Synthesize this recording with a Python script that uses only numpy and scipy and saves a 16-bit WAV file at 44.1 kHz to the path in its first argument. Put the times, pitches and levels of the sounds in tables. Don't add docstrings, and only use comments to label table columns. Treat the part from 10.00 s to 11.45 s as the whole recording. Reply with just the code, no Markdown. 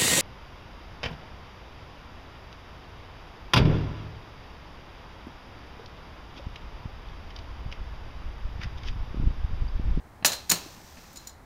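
import sys
import numpy as np
from scipy import signal
from scipy.fft import rfft, irfft, next_fast_len
from scipy.io import wavfile
from scipy.ndimage import map_coordinates

SR = 44100
rng = np.random.default_rng(int(sys.argv[2]) if len(sys.argv) > 2 else 0)


def wrap_up_sound(samples):
    columns = np.atleast_2d(samples).T
    tamed = np.clip(columns, -1, 1)
    steps = np.round(tamed * 32767).astype(np.int16)
    wavfile.write(sys.argv[1], SR, steps)


N = 63945

# start in seconds, crack level in dB, frame ring in dB,
# rail ring in dB, rise in seconds, crack t60 in seconds, tilt in dB per octave.
CONTACTS = [(0.2469, -13.5, -19.5, -61, 0.0005, 0.032, -4), (0.2511, -12.5, -38, -70, 0.0016, 0.033, 3.5),
            (0.2563, -11, -22, -57, 0.0021, 0.039, 2), (0.261, -11.5, -15.5, -37.5, 0.0023, 0.023, 4.5),
            (.277, -25.5, -24, -42, 0.0013, .04, -1.5), (.318, -32, -29, -39.5, 0.0015, 0.096, -3.5),
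            (0.329, -30, -39, -58, 0.0014, 0.096, -1.5), (0.4945, -20.5, -28.5, -79, 0.0022, 0.055, 0),
            (0.4981, -21.5, -13.5, -55, 0.002, 0.037, 2.5), (.5130, -14, -36, -49, 0.0011, 0.04, -1.5),
            (0.5175, -6, -21.5, -65, 0.00096, 0.014, 4.5), (1.127, -48, -51, -73, 0.0032, 0.056, 11.5),
            (1.157, -42, -43.5, -64, 0.0021, 0.053, -1), (1.17, -48, -37, -54.5, 0.0016, 0.07, -3.5),
            (1.271, -40.5, -35.5, -56.5, 0.0011, .05, 1), (1.293, -47.5, -45.5, -80, 0.0016, 0.037, -3)]
# frequency in Hz, relative level in dB.
CRACK_COLOUR = [(100, -26.5), (500, -11.5), (1500, -3), (2800, -4), (4200, 0.5), (6300, 1), (9500, -4.5),
                (13000, -7), (15500, -10)]
# frequency in Hz, relative level in dB, t60 in seconds.
FRAME_MODES = [(3950, -6, .028), (4300, -12, .035), (5130, -9, .04), (5900, -6, .025), (6200, -11, .03),
               (6860, -7, .04), (6960, -2, .042), (8180, -10, .04), (11450, -15, .03), (12500, -16, .025),
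               (14650, -10, .03), (15200, -14, .04)]
# start in seconds, level in dB, t60 in seconds, tilt in dB per octave.
BOOT_KNOCKS = [(0.2478, -12.5, 0.022, 0.5), (0.5098, -20.5, 0.012, 0), (0.518, -22, .06, -2),
               (.663, -54, 0.099, 1), (0.969, -50.5, 0.17, 0), (.2256, -34, .02, -2), ]
# centre in Hz, width in Hz, relative level in dB.
BOOT_MODES = [(200, 130, -1), (700, 200, -2), (1060, 240, -2), (1760, 170, 0), (2620, 220, 3),
              (3140, 150, -4), (4030, 260, -1)]
# start in seconds, level in dB, pitch in Hz, t60 in seconds.
WEIGHT_THUDS = [(0.2232, -26.5, 165, 0.024), (0.246, -34.5, 221, 0.074), (0.497, -30.5, 177.5, 0.043),
                (.516, -30.5, 168.4, 0.22), (.661, -33, 307, 0.04), (0.971, -44.5, 234, 0.091)]
# frequency in Hz, relative level in dB, t60 in seconds.
RAIL_MODES = [(4122, 0, .3), (4178, -4, .22)]
# time in seconds, level in dB.
SLIDE_LEVELS = [(0.249, -48), (.47, -56), (.55, -46.5), (.8, -54), (1.0, -54), (1.14, -56), (1.24, -55.5),
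                (1.33, -64.5), (1.42, -98)]
# frequency in Hz, relative level in dB.
SLIDE_COLOUR = [(100, -11), (170, 3), (260, -8), (450, -9.5), (850, -9.5), (1400, -9), (2500, -10),
                (4000, -10), (6000, -7.5), (8000, -15), (11000, -24), (14500, -14), (15500, -22.5)]
# frequency in Hz, t60 in seconds.
TREE_DECAY = [(150, 0.26), (700, 0.4242), (2000, 0.4362), (4000, 0.41), (7000, 0.39), (14000, 0.5)]
# frequency in Hz, relative level in dB.
TREE_COLOUR = [(150, 3.5), (700, 4), (2000, -6), (4000, 2), (7000, -10), (14000, -22.5)]
# frequency in Hz, relative level in dB.
AIR_COLOUR = [(25, -2), (45, 2), (70, 5.5), (130, -4.5), (300, -8), (500, -12.5), (850, -8), (1300, -15),
              (2000, -17.5), (2800, -28), (4000, -29), (7000, -33.5), (15500, -38)]

RATTLE_KNOTS_PER_S, RING_PIVOT_HZ = 220, 6900
TREE_DB, TREE_DELAY_S, TREE_BUILD_S = -7, 0.0078, 0.0022
NEAR_DB, NEAR_T60_S = -6.5, 0.2


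def cracks():
    colour = amp(along(CRACK_COLOUR, grid()))
    return sum(amp(db) * impact(start, rise, t60, colour, tilt)
               for start, db, _, _, rise, t60, tilt in CONTACTS)


def frame_clinks(tilt_share=0.7):
    return sum(amp(db) * ring(FRAME_MODES, start, rise, tilt_share * tilt, rattle_turns=0.16)
               for start, _, db, _, rise, _, tilt in CONTACTS)


def boot_knocks(rise_s=0.00046, lowpass_hz=3500):
    f = grid()
    modes = sum((-1) ** k * amp(db) * 1j * f * width / (hz * hz - f * f + 1j * f * width)
                for k, (hz, width, db) in enumerate(BOOT_MODES))
    body = np.abs(modes) / np.sqrt(1 + (f / lowpass_hz) ** 4)
    return sum(amp(db) * impact(start, rise_s, t60, body, tilt) for start, db, t60, tilt in BOOT_KNOCKS)


def weight_thuds(rise_s=0.0019):
    thuds = np.zeros(N)
    for start, db, hz, t60 in WEIGHT_THUDS:
        t = since(start)
        envelope = fade(t, t60) * (1 - np.exp(-t / rise_s))
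        thuds += amp(db) * envelope * np.sin(2 * np.pi * hz * t)
    return thuds


def rail_ring():
    return sum(amp(db) * ring(RAIL_MODES, start, rise, tilt=0, rattle_turns=0.09)
               for start, _, _, db, rise, _, _ in CONTACTS)


def slide_hiss(low_cut_hz=80):
    f = grid()
    grit = rng.standard_normal(N) * amp(wobble(350) + 0.31 * wobble(20.3))
    colour = amp(along(SLIDE_COLOUR, f)) * f ** 2 / (f ** 2 + low_cut_hz ** 2)
    times, levels_db = np.transpose(SLIDE_LEVELS)
    envelope = amp(np.interp(since(0), times, levels_db)) * (since(times[0]) > 0)
    return envelope * unit(filtered(grit, colour))


def yard_echo(sound):
    hz, t, spectra = signal.stft(rng.standard_normal(N), SR, nperseg=256)
    decay = fade(t, along(TREE_DECAY, hz)[:, None])
    tail = signal.istft(spectra * decay, SR, nperseg=256)[1][:N]
    tail *= 1 - np.exp(-since(TREE_DELAY_S) / TREE_BUILD_S)
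    colour = amp(along(TREE_COLOUR, grid()))
    tail = filtered(tail / np.linalg.norm(tail), causal(colour))
    near = rng.standard_normal(N) * fade(since(0), NEAR_T60_S)
    response = amp(TREE_DB) * tail + amp(NEAR_DB) * near / np.linalg.norm(near)
    return signal.fftconvolve(sound, response)[:N]


def outdoor_air(level_db=-50.5):
    level = amp(level_db + 0.23 * wobble(10.7))
    rush = filtered(rng.standard_normal(N), amp(along(AIR_COLOUR, grid())))
    return level * unit(rush)


def impact(start, rise, t60, colour, tilt):
    t = np.arange(SR // 4) / SR
    envelope = (1 - np.exp(-t / rise)) * fade(t, t60)
    force = rng.standard_normal(len(t)) * envelope
    for _ in range(4):
        flat = irfft(np.exp(1j * np.angle(rfft(force))), len(t))
        force = np.sqrt(2) * envelope * np.cos(np.angle(signal.hilbert(flat)))
    octaves = np.log2(np.maximum(grid(), 100))
    gain = unit(colour * amp(tilt * octaves))
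    return filtered(starting_at(start, force), causal(gain))


def ring(modes, start, rise, tilt, rattle_turns):
    t = np.arange(SR // 2) / SR
    knots = np.arange(len(t) * RATTLE_KNOTS_PER_S // SR + 2) / RATTLE_KNOTS_PER_S
    ringing = np.zeros(len(t))
    for hz, db, t60 in modes:
        phase = rng.random() + rattle_turns * np.interp(t, knots, rng.standard_normal(len(knots)))
        level_db = db + rng.standard_normal() + tilt * np.log2(hz / RING_PIVOT_HZ)
        ringing += amp(level_db) * fade(t, t60) * np.sin(2 * np.pi * (hz * t + phase))
    attack = 1 - np.exp(-(t / rise) ** 2)
    return starting_at(start, np.sqrt(2) * ringing * attack)


def amp(db):
    return 10 ** (np.asarray(db) / 20)


def unit(x):
    return x / np.sqrt(np.mean(x ** 2) + 1e-20)


def along(points, hz):
    f, values = np.transpose(points)
    return np.interp(np.log(hz + 1), np.log(f + 1), values)


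def wobble(rate):
    knots = rng.standard_normal(int(N * rate / SR) + 4)
    return map_coordinates(knots, [np.arange(N) * rate / SR])


def grid():
    return np.fft.rfftfreq(2 * next_fast_len(N), 1 / SR)


def filtered(x, response):
    size = 2 * next_fast_len(N)
    return irfft(rfft(x, size) * response, size)[:N]


def causal(gain):
    cepstrum = irfft(np.log(np.maximum(gain, 1e-6)))
    half = len(cepstrum) // 2
    cepstrum[1:half] *= 2
    cepstrum[half + 1:] = 0
    return np.exp(rfft(cepstrum))


def fade(t, t60):
    return np.exp(-np.log(1000) * t / t60)


def since(start):
    return np.maximum(np.arange(N) / SR - start, 0)


def starting_at(start, sound):
    return np.pad(sound, (round(start * SR), N))[:N]


def scene():
    crack, clink, boots = cracks(), frame_clinks(), boot_knocks()
    echo = yard_echo(crack) + amp(-4.5) * yard_echo(clink) + yard_echo(boots)
    return (crack + clink + boots + echo + rail_ring() + weight_thuds() + slide_hiss() + outdoor_air())[None]


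def record(dry, top_hz=15650):
    return signal.sosfilt(signal.ellip(10, 0.1, 80, top_hz, fs=SR, output="sos"), dry)


dry = scene()
out = record(dry)
wrap_up_sound(out)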